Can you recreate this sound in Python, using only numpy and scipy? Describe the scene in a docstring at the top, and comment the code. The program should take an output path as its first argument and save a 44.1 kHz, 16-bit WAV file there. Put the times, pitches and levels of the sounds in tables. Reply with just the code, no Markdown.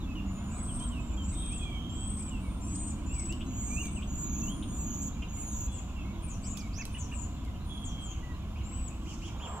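"""Waxwings in a berry tree at a wood's edge: thin arched whistles, then four rasping calls.
Each voice is a syrinx tone, nearly pure, bent in pitch; fast flutter makes it buzz. Another small bird
repeats a plunging two-part call, others squeak, chirp and warble, twigs snap, and trunks echo it all.
Distant traffic rumbles underneath as shaped noise and an engine hum."""
import sys
import numpy as np
from scipy import signal
from scipy.fft import rfft, irfft, next_fast_len
from scipy.io import wavfile
from scipy.ndimage import uniform_filter1d, map_coordinates

SR = 44100
rng = np.random.default_rng(int(sys.argv[2]) if len(sys.argv) > 2 else 0)


def inscribe(sig):
    """Save sig as 16-bit PCM at rate SR to the path in sys.argv[1].

    A 1-D sig is mono; a 2-D sig holds one channel per row.
    Samples are clipped to [-1, 1] before scaling.
    """
    pcm = np.round(np.clip(np.atleast_2d(sig).T, -1, 1) * 32767)
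    wavfile.write(sys.argv[1], SR, pcm.astype(np.int16))


N = 423360
TIME = np.arange(N) / SR
SIDES = np.array([[.5], [-.5]])  # left, right share of a pan (left minus right)


def amp(db):
    """Decibels to gain."""
    return 10 ** (np.asarray(db) / 20)


def unit(x):
    """Scale to rms 1."""
    return x / np.sqrt(np.mean(x ** 2) + 1e-20)


def along(points, hz):
    """Interpolate (f/Hz, value) points on a log axis."""
    knots_hz, values = np.transpose(points)
    return np.interp(np.log(hz + 1), np.log(knots_hz + 1), values)


def wobble(t, rate_hz):
    """Smooth random curve with knots at rate_hz."""
    return map_coordinates(rng.standard_normal(1024), [t * rate_hz], mode="wrap")


def swells(rows):
    """Gain of bell-shaped swells."""
    return sum(amp(db) * np.exp(-((TIME - s) / width_s) ** 2) for s, width_s, db in rows)


def filtered(x, response):
    """Apply a frequency response."""
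    size = next_fast_len(N + 8192)
    return irfft(rfft(x, size) * response(np.fft.rfftfreq(size, 1 / SR)), size)[..., :N]


def add(out, s, sound, pan_db):
    """Place a sound, louder and earlier on the nearer side."""
    lead_s = pan_db / 40000
    norm = np.sqrt((amp(pan_db) + amp(-pan_db)) / 2)
    for channel, side in enumerate((.5, -.5)):
        start = max(0, round((s + .0002 - side * lead_s) * SR))
        part = out[channel, start:start + len(sound)]
        part += (sound * amp(side * pan_db) / norm)[:len(part)]


def fade(t, rise_s, fall_s):
    """Soft note edges."""
    return np.sin(np.pi / 2 * np.clip(np.minimum(t / rise_s, (t[-1] - t) / fall_s), 0, 1)) ** 2


def syrinx(hz, octave_db):
    """Nearly pure tone with a weak octave."""
    phase = 2 * np.pi * np.cumsum(hz) / SR
    return np.sqrt(2) * (np.sin(phase) + amp(octave_db) * (hz < SR / 4) * np.sin(2 * phase))


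def trill(t, rate_hz, uneven):
    """Phase of an uneven flutter, in cycles."""
    return np.cumsum(rate_hz * (1 + uneven * wobble(t, rate_hz / 2))) / SR


def notes(rows, quaver_hz, flutter_hz, depth_hz, pulsing, octave_db, rise, fall, haste=1):
    """Notes bent through three pitches (early if haste < 1); flutter shakes pitch and level together."""
    out = np.zeros((2, N))
    for s, length_s, first_hz, middle_hz, last_hz, db, pan_db in rows:
        t = np.arange(round(length_s * SR)) / SR
        u = (t / t[-1]) ** haste
        hz = first_hz + (last_hz - first_hz) * u + (2 * middle_hz - first_hz - last_hz) * 2 * u * (1 - u)
        flutter = np.sin(2 * np.pi * trill(t, flutter_hz, .111))
        tone = syrinx(hz + quaver_hz * wobble(t, 109.5) + depth_hz * flutter, octave_db)
        gain = amp(db + 1.77 * wobble(t, 61)) * (1 + pulsing * flutter)
        add(out, s, tone * gain * fade(t, rise * length_s, fall * length_s), pan_db)
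    return out


def slurs(rows, halfway, pan_db):
    """Rows of sliding notes; halfway is the share of the slide done at mid-note."""
    return [(s, length_s, first_hz, first_hz + halfway * (last_hz - first_hz), last_hz, db, pan_db)
            for s, length_s, first_hz, last_hz, db in rows]


def arches(rows, foot, pan_db):
    """Rows of arched notes; both ends lie at foot times the top pitch."""
    return [(s, length_s, foot * hz, hz, foot * hz, db, pan_db) for s, length_s, hz, db in rows]


def rush(spectrum, lag_s=.0001):
    """Stereo noise of rms 1, arriving from the right."""
    likeness = [(60, 0.98), (130, 0.98), (290, 0.91), (640, 0.78), (1400, 0.98), (3100, 0.69), (7000, 0.03)]  # left-right coherence: f/Hz, correlation
    lean = [(60, -0.5), (200, -0.4), (400, -1.5), (700, -2), (1200, -6), (2400, -1), (4400, -2), (8000, -1),
            (15000, -3.5)]  # balance: f/Hz, pan/dB

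    def colour(hz):
        turn = np.arccos(np.clip(along(likeness, hz), -1, 1)) / 2
        return amp(along(spectrum, hz)) * [np.cos(turn), np.sin(turn)]

    def direction(hz):
        return amp(SIDES * along(lean, hz)) * np.exp(-2j * np.pi * hz * lag_s * SIDES)

    mid, side = filtered(rng.standard_normal((2, N)), colour)
    return unit(filtered(np.array([mid + side, mid - side]), direction))


def patchy(x, depth_db):
    """Bands swell and fade independently as vehicles come and go."""
    spectra = signal.stft(x, nperseg=4096)[2]
    field = uniform_filter1d(rng.standard_normal(spectra.shape[1:]), size=3, axis=0)
    field = unit(uniform_filter1d(field, size=7, axis=1))
    return unit(signal.istft(spectra * amp(depth_db * field), nperseg=4096)[1][:, :N])


def among_trees(x, wet_db, perches=8):
    """Trunks scatter a diffuse echo, different from each perch."""
    decay = [(1500, 0.43), (3500, 0.73), (7000, 0.74), (14000, 0.37)]  # echo decay: f/Hz, t60/s
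    out = np.zeros((2, N))
    position = np.arange(1, N + 1) / N * (perches - 1)
    for perch in range(perches):
        hz, t, noise = signal.stft(rng.standard_normal((2, SR * 3 // 4)), SR, nperseg=256)
        early = (1 + 3.4 * np.exp(-t / .014)) * (t > .004)
        tail = signal.istft(noise * amp(-60 * t / along(decay, hz)[:, None]) * early, SR, nperseg=256)[1]
        weight = np.clip(1 - np.abs(position - perch), 0, 1)
        heard = np.flatnonzero(weight)
        send = (x[:, heard] + x.mean(0)[heard] / 2) * np.sqrt(weight[heard])
        echo = signal.fftconvolve(send, tail / np.linalg.norm(tail[0]), axes=1)
        out[:, heard[0]:heard[0] + echo.shape[1]] += echo[:, :N - heard[0]]
    return x + amp(wet_db) * out


def air():
    """Faint steady hiss."""
    spectrum = [(1000, -8.5), (1700, -32), (1990, -6.5), (2820, 0.5), (4730, -12), (6200, -11.5),
                (7010, -6), (8380, -19), (10400, -15.5), (11200, -24.5), (13800, -15.5), (15100, -19.5),
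                (16000, -35)]  # hiss: f/Hz, density/dB
    return amp(-59) * rush(spectrum)


def hum(shaft_hz=67.37):
    """A distant engine's first and third orders, drifting and fading."""
    phase = 2 * np.pi * np.cumsum(shaft_hz * (1 + .03484 * wobble(TIME, 5))) / SR
    first = amp(-46 + 2.55 * wobble(TIME, 6)) * np.sin(phase)
    third = amp(-52 + 5.25 * wobble(TIME, 5.8)) * np.sin(3 * phase + wobble(TIME, 14))
    return first + third


def traffic():
    """Far rumble, engines and tyres; now and then an engine pulls harder."""
    levels = [(0.0, -36, -41.5, -56.5), (0.5, -37.5, -43, -51.5), (1.2, -36, -42.5, -55),
              (4.52, -36.5, -41.5, -55), (5.8, -38, -47, -55.5), (9.28, -37.5, -47, -56),
              (9.5, -41, -52, -47)]  # road level: t/s, rumble/dB, engines/dB, tyres/dB
    surges = [(3.35, 0.16, -47.5), (4.5, 0.33, -54), (6.1, 0.19, -51), (8.7, 0.79, -55.5)]  # engine pulls: t/s, width/s, level/dB
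    # noise spectra: f/Hz, density/dB
    rumble_spectrum = [(8.8, -66), (15, -8), (59, 2), (76, -1), (135, -10), (170, -14), (220, -31.5),
                       (370, -120)]
    engine_spectrum = [(94, -42), (160, -5), (216, 0), (310, -8), (385, -21.5), (480, -31), (620, -50),
                       (1060, -120)]
    tyre_spectrum = [(250, -20), (420, -4), (514, -5.5), (713, -1.5), (856, -7), (1010, -1), (1710, -15),
                     (2000, -23), (2600, -33), (4400, -120)]
    surge_spectrum = [(200, -28), (280, -11), (335, 2), (385, -14.5), (480, -35), (900, -120)]
    times_s, *columns = np.transpose(levels)
    rumble_db, engines_db, tyres_db = (np.interp(TIME, times_s, db) for db in columns)
    engines = amp(engines_db + .57) * patchy(rush(engine_spectrum), depth_db=2.5)
    engines += amp(engines_db - engines_db.mean()) * hum()
    rumble = amp(rumble_db - .08) * rush(rumble_spectrum)
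    tyres = amp(tyres_db + 1.5) * patchy(rush(tyre_spectrum), depth_db=2)
    return rumble + engines + tyres + swells(surges) * rush(surge_spectrum)


def chatter(low_hz=2200, high_hz=3750, count=420):
    """Birds deep in the wood twitter in quick random slurs."""
    rows = []
    for when, length, pitch, bend, slope, side in rng.random((count, 6)):
        hz = low_hz * (high_hz / low_hz) ** pitch
        glide = .3 * (slope - .55)
        contour_hz = hz * (1 - glide), hz * (1 + .2 * (bend - .3)), hz * (1 + glide)
        rows.append((when * N / SR, .03 + .06 * length, *contour_hz, -66 - 4 * pitch, 9 * side - 7))
    return notes(rows, quaver_hz=80, flutter_hz=90, depth_hz=30,
                 pulsing=.2, octave_db=-30, rise=.4, fall=.4)


def thrush():
    """Long, steady far notes with a slight burr."""
    song = [(1.34, 0.42, 3250, 3255, -55), (1.34, 0.16, 3660, 3670, -56.5), (1.58, 0.16, 3376, 3190, -50),
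            (1.68, 0.49, 3144, 3260, -52.5), (7.68, 0.194, 3360, 3296, -50), (7.84, .35, 3252, 3157, -53)]  # held notes: t/s, length/s, first/Hz, last/Hz, level/dB
    return notes(slurs(song, halfway=.6, pan_db=-4.5), quaver_hz=22.4, flutter_hz=143.4, depth_hz=77,
                 pulsing=.1, octave_db=-20, rise=.12, fall=.26)


def grates():
    """Far arched chirps, grating with fast flutter."""
    calls = [(8.55, .075, 2970, -51.5), (8.7, .13, 3010, -57.5), (9.05, 0.093, 3120, -51),
             (9.21, .093, 3230, -48), (9.39, 0.094, 3294, -46)]  # chirps: t/s, length/s, top/Hz, level/dB
    return notes(arches(calls, foot=.56, pan_db=-1.5), quaver_hz=80, flutter_hz=212.7, depth_hz=150,
                 pulsing=.15, octave_db=-17, rise=.17, fall=.24)


def plunging_calls(arch_hz=310, plunge_s=.12, plunge_hz=(9500, 6790, 5520), buzz_hz=(9060, 7460), pan_db=7):
    """A high lead-in breaks into a buzzy plunge; a second buzz then falls and levels out."""
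    # two-part calls: plunge t/s, lead length/s, lead top/Hz, lead/dB, plunge/dB,
    # buzz delay/s, buzz length/s, buzz end/Hz, buzz/dB
    calls = [(5.509, 0.16, 9470, -56, -49, 0.19, 0.12, 7000, -45),
             (6.276, 0.057, 8980, -51, -46.5, .13, .17, 6920, -44.5),
             (6.974, .06, 8960, -51.5, -43, 0.13, 0.17, 6880, -44),
             (7.834, 0.19, 9550, -61, -46, 0.15, .17, 6060, -48)]
    leads, plunges, buzzes = [], [], []
    for s, lead_s, hz, lead_db, plunge_db, delay_s, buzz_s, end_hz, buzz_db in calls:
        leads.append((s - lead_s, lead_s, hz - arch_hz, hz, hz - arch_hz, lead_db, pan_db))
        plunges.append((s, plunge_s, *plunge_hz, plunge_db, pan_db))
        buzzes.append((s + delay_s, buzz_s, *buzz_hz, end_hz, buzz_db, pan_db))
    return (notes(leads, quaver_hz=90, flutter_hz=168, depth_hz=110,
                  pulsing=.15, octave_db=-40, rise=.079, fall=.064)
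            + notes(plunges, quaver_hz=150, flutter_hz=157, depth_hz=400,
                    pulsing=.41, octave_db=-35, rise=.099, fall=1, haste=.5)
            + notes(buzzes, quaver_hz=111, flutter_hz=150.3, depth_hz=316,
                    pulsing=.25, octave_db=-34.5, rise=.32, fall=.27, haste=.65))


def warble():
    """Robin-like slurs that level out."""
    song = [(0, .057, 4050, 3390, -57), (.05, 0.1, 2700, 2550, -57), (.15, 0.059, 3050, 2740, -47.5),
            (.68, 0.049, 3400, 2970, -52.5), (.8, 0.049, 3100, 3200, -48.5), (.9, 0.12, 3300, 2520, -52),
            (1.17, .062, 3290, 3080, -48), (1.5, 0.077, 2250, 2750, -52), (1.6, 0.19, 2560, 2244, -51),
            (2.305, 0.087, 3040, 2610, -50.5), (2.42, 0.1, 2370, 2176, -59), (3.09, 0.048, 2445, 2850, -53),
            (3.14, 0.096, 2600, 2100, -56.5), (3.29, 0.061, 2485, 3003, -47),
            (3.7, .081, 2250, 2510, -48.5), (3.765, 0.056, 2520, 2850, -40.5),
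            (3.83, .064, 2440, 2286, -49.5), (3.96, .043, 3050, 2400, -49), (4.42, 0.038, 2650, 2720, -50),
            (4.47, .066, 2750, 3320, -46), (5.67, 0.082, 3400, 3370, -57), (5.96, 0.07, 2800, 2620, -51),
            (6.04, 0.095, 2170, 2234, -57.5), (6.54, .15, 2680, 2204, -55), (8.22, .12, 1980, 1944, -58)]  # slurs: t/s, length/s, first/Hz, last/Hz, level/dB
    return notes(slurs(song, halfway=.72, pan_db=-3), quaver_hz=19, flutter_hz=82, depth_hz=13,
                 pulsing=.072, octave_db=-25, rise=.11, fall=.15)


def chips(length_s=.028, contour_hz=(2500, 3100, 2600)):
    """Dry scolding: tiny arches roughened by flutter."""
    calls = [(3.407, -45), (4.02, -46.5), (4.624, -46), (5.222, -45.5)]  # chips: t/s, level/dB
    rows = [(s - .003, length_s, *contour_hz, db, 0) for s, db in calls]
    return notes(rows, quaver_hz=206, flutter_hz=300, depth_hz=360,
                 pulsing=.051, octave_db=-25, rise=.22, fall=.54)


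def flock(halfway=.22):
    """Further waxwings hold a pitch, then droop."""
    calls = [(0, .2, 6620, 30, -70, 4), (0.244, 0.37, 6900, 129, -58.5, 6),
             (0.297, 0.36, 9150, 600, -66, 8), (0.973, 0.36, 7230, 347, -54, -2),
             (2.387, 0.24, 9060, 400, -64, 4.5), (2.621, .29, 9180, 600, -57.5, 3),
             (2.713, 0.25, 7000, 30, -54, 6.5), (3.593, 0.18, 7250, 100, -43, -8),
             (3.607, .3, 8380, 300, -54, 4), (3.908, 0.078, 8020, 400, -46.5, 3),
             (4.488, 0.33, 9320, 1610, -55.5, 7.5), (5.017, 0.018, 7250, 200, -39, -1.5),
             (5.999, 0.23, 6600, 30, -69, 2.5)]  # whistles: t/s, length/s, first/Hz, droop/Hz, level/dB, pan/dB
    rows = [(s, length_s, hz, hz - halfway * droop_hz, hz - droop_hz, db, pan_db)
            for s, length_s, hz, droop_hz, db, pan_db in calls]
    return notes(rows, quaver_hz=55, flutter_hz=163.8, depth_hz=75,
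                 pulsing=.12, octave_db=-40, rise=.12, fall=.054)


def twigs():
    """Twigs and berry stalks snap in bright noise bursts."""
    snaps = [(3.3254, -41, 0.0059, 0.5), (3.8555, -42, .008, -2.5), (6.5717, -42, 0.04, -12),
             (6.578, -53, .025, -4), (6.853, -37.5, 0.016, -3.5), (7.449, -52, 0.018, 4.5)]  # cracks: t/s, level/dB, t60/s, pan/dB
    colour = [(500, -22), (1800, -1), (3200, 10.5), (8000, 4.5), (15000, -2)]  # f/Hz, gain/dB
    out = np.zeros((2, N))
    t = np.arange(SR // 10) / SR
    for s, db, t60_s, pan_db in snaps:
        add(out, s, rng.standard_normal(len(t)) * amp(db - 60 * t / t60_s), pan_db)
    return filtered(out, lambda hz: amp(along(colour, hz)))


def chirps(lower_db=-13):
    """Hoarse chirps with a second voice a fifth below."""
    calls = [(6.775, .055, 2680, -47.5), (6.938, .042, 2990, -49), (7.112, .0346, 2870, -47)]  # upper voice: t/s, length/s, top/Hz, level/dB
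    upper_rows = np.array(arches(calls, foot=.7, pan_db=-2))
    lower_rows = upper_rows.copy()
    lower_rows[:, 2:5] *= 2 / 3
    upper, lower = (notes(rows, quaver_hz=41.2, flutter_hz=97, depth_hz=30, pulsing=.34,
                          octave_db=-31, rise=.23, fall=.11) for rows in (upper_rows, lower_rows))
    return upper + amp(lower_db) * lower


def squeaks(pan_db=-7):
    """Harsh squeaks swell as they climb, then dive faster."""
    calls = [(6.425, .07, .08, 0.052, -48.5), (6.719, .085, 0, 0.029, -43)]  # swoops: t/s, climb/s, pause/s, dive/s, level/dB
    contour_hz = (3560, 5500, 6600, 2900)  # swoop pitch: foot/Hz, middle/Hz, top/Hz, end/Hz
    foot_hz, middle_hz, top_hz, end_hz = contour_hz
    climbs, dives = [], []
    for s, climb_s, pause_s, dive_s, db in calls:
        climbs.append((s, climb_s, foot_hz, middle_hz, top_hz, db, pan_db))
        dives.append((s + climb_s + pause_s, dive_s, top_hz, middle_hz, end_hz, db + 1, pan_db))
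    return (notes(climbs, quaver_hz=120, flutter_hz=262, depth_hz=220,
                  pulsing=.64, octave_db=-26, rise=.45, fall=.079)
            + notes(dives, quaver_hz=173, flutter_hz=263, depth_hz=260,
                    pulsing=.5, octave_db=-25, rise=.083, fall=.43))


def scratch(voice, under_db=-16.5):
    """Gritty hiss flickers under a voice and in two short rustles."""
    rustles = [(9.115, 0.059, -53), (9.27, 0.067, -56.5)]  # hiss swells: t/s, width/s, level/dB
    spectrum = [(3000, -47), (4400, -6.5), (5800, 0.5), (7200, 3), (8500, -12), (11000, -20), (15000, -34)]  # hiss: f/Hz, density/dB
    voice_rms = np.sqrt(np.abs(uniform_filter1d(voice.mean(0) ** 2, size=400)))
    rustle = unit(rush(spectrum) * amp(2 * wobble(TIME, 70)))
    grit = unit(rush(spectrum) * amp(6 * wobble(TIME, 70)))
    return swells(rustles) * rustle + amp(under_db) * voice_rms * grit


def rasps(buzz_hz=340, stutter_hz=700, scratch_hz=165, swell_db=12, attack_s=.12):
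    """Each call slides up clean, buzzes, sags, then stutters in uneven downward scoops."""
    calls = [(3.459, .42, 6730, -45.5), (4.069, .44, 6800, -42.5), (4.679, .41, 6840, -43),
             (5.281, .39, 6874, -43.5)]  # rasps: t/s, length/s, f/Hz, level/dB
    shadow = [(7500, .0053), (13000, -6)]  # overtone weaker on the left: f/Hz, pan/dB
    out = np.zeros((2, N))
    for s, length_s, hz, db in calls:
        t = np.arange(round(length_s * SR)) / SR
        progress = t / t[-1]
        buzz = np.exp(-((progress - .3) / .11) ** 2)
        sag = np.exp(-((progress - .53) / .11) ** 2)
        strain = np.clip((progress - .3) / .35, 0, 1)
        scoop_cycles = trill(t, 46, .3) + .15 * wobble(t, 110)
        scoop = (1 - np.abs(np.sin(np.pi * scoop_cycles))) ** 2
        hz = hz - 700 * np.exp(-t / .035) + 250 * (1 - strain) + 50 * buzz - 260 * sag
        hz += 30 * wobble(t, 90)
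        hz += buzz_hz * buzz * np.sin(2 * np.pi * trill(t, 290, .173))
        hz += strain * (stutter_hz * (scoop.mean() - scoop) + scratch_hz * wobble(t, 600))
        db = db - swell_db * np.clip(1 - t / attack_s, 0, 1) - 2 * sag
        db += (1 + strain) * wobble(t, 138)
        add(out, s, syrinx(hz, -21 + 2 * strain) * amp(db) * fade(t, .008, .008), pan_db=-2)
    return filtered(out, lambda hz: amp(SIDES * along(shadow, hz)))


def whistles(climb_hz=1000, swell_db=8.5, swell_share=.47, flick_hz=1500, flick_s=.0068):
    """Close waxwing whistles swell as they climb, then sag; pitch flicks down as the syrinx lets go."""
    calls = [(0.447, 0.26, .2, 8130, 48, -58, 8.5), (0.507, 0.39, 0.28, 8390, 350, -45.5, 1),
             (1.219, 0.37, .17, 8230, 300, -46, 0.9), (1.283, 0.36, 0.23, 8360, 200, -51, 6),
             (1.891, 0.41, 0.26, 8210, 549, -47.5, 1), (1.961, 0.27, .16, 7980, 100, -50, 7.5),
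             (2.606, 0.31, 0.23, 8150, 0, -46.5, 4.5), (2.627, 0.29, .19, 6860, 101, -54.5, 2),
             (3.059, .255, .15, 7950, -6, -44, 5), (8.631, 0.26, 0.19, 7950, 497.5, -49.5, 11),
             (9.378, 0.21, 0.22, 7680, 2.5, -54, 7)]  # arches: t/s, length/s, climb/s, top/Hz, sag/Hz, level/dB, pan/dB
    out = np.zeros((2, N))
    for s, length_s, climb_s, top_hz, sag_hz, db, pan_db in calls:
        t = np.arange(round(length_s * SR)) / SR
        rising_hz = top_hz - climb_hz * (1 - t / climb_s) ** 2
        sagging_hz = top_hz - sag_hz * ((t - climb_s) / (length_s - climb_s)) ** 2
        hz = np.where(t < climb_s, rising_hz, sagging_hz)
        hz += 50 * wobble(t, 20) + 60 * wobble(t, 59.8) + 42 * wobble(t, 400)
        hz -= flick_hz * np.exp((t - t[-1]) / flick_s)
        db = db - swell_db * np.clip(1 - t / (swell_share * length_s), 0, 1)
        db += 1.2 * wobble(t, 91.2)
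        add(out, s, syrinx(hz, -34) * amp(db) * fade(t, .0052, .0068), pan_db)
    return out


def scene():
    """The further the bird, the more of its sound is echo."""
    song, grating, scolding, close = warble(), grates(), chips(), whistles()
    near = close + scratch(close) + rasps() + twigs() + chirps() + amp(-5.5) * squeaks()
    wood = among_trees(near, wet_db=-7.5)
    middle = amp(-1.5) * flock() + amp(-2.5) * song + amp(-1) * scolding
    wood += among_trees(middle, wet_db=-6)
    far = amp(-4) * plunging_calls() + amp(-1) * thrush() + amp(-4.5) * grating + chatter()
    wood += among_trees(far, wet_db=-2.5)
    return wood + traffic() + air()


def record(dry, top_hz=15750):
    """Brick-wall low-pass."""
    return filtered(dry, lambda hz: hz < top_hz)


dry = scene()
out = record(dry)
inscribe(out)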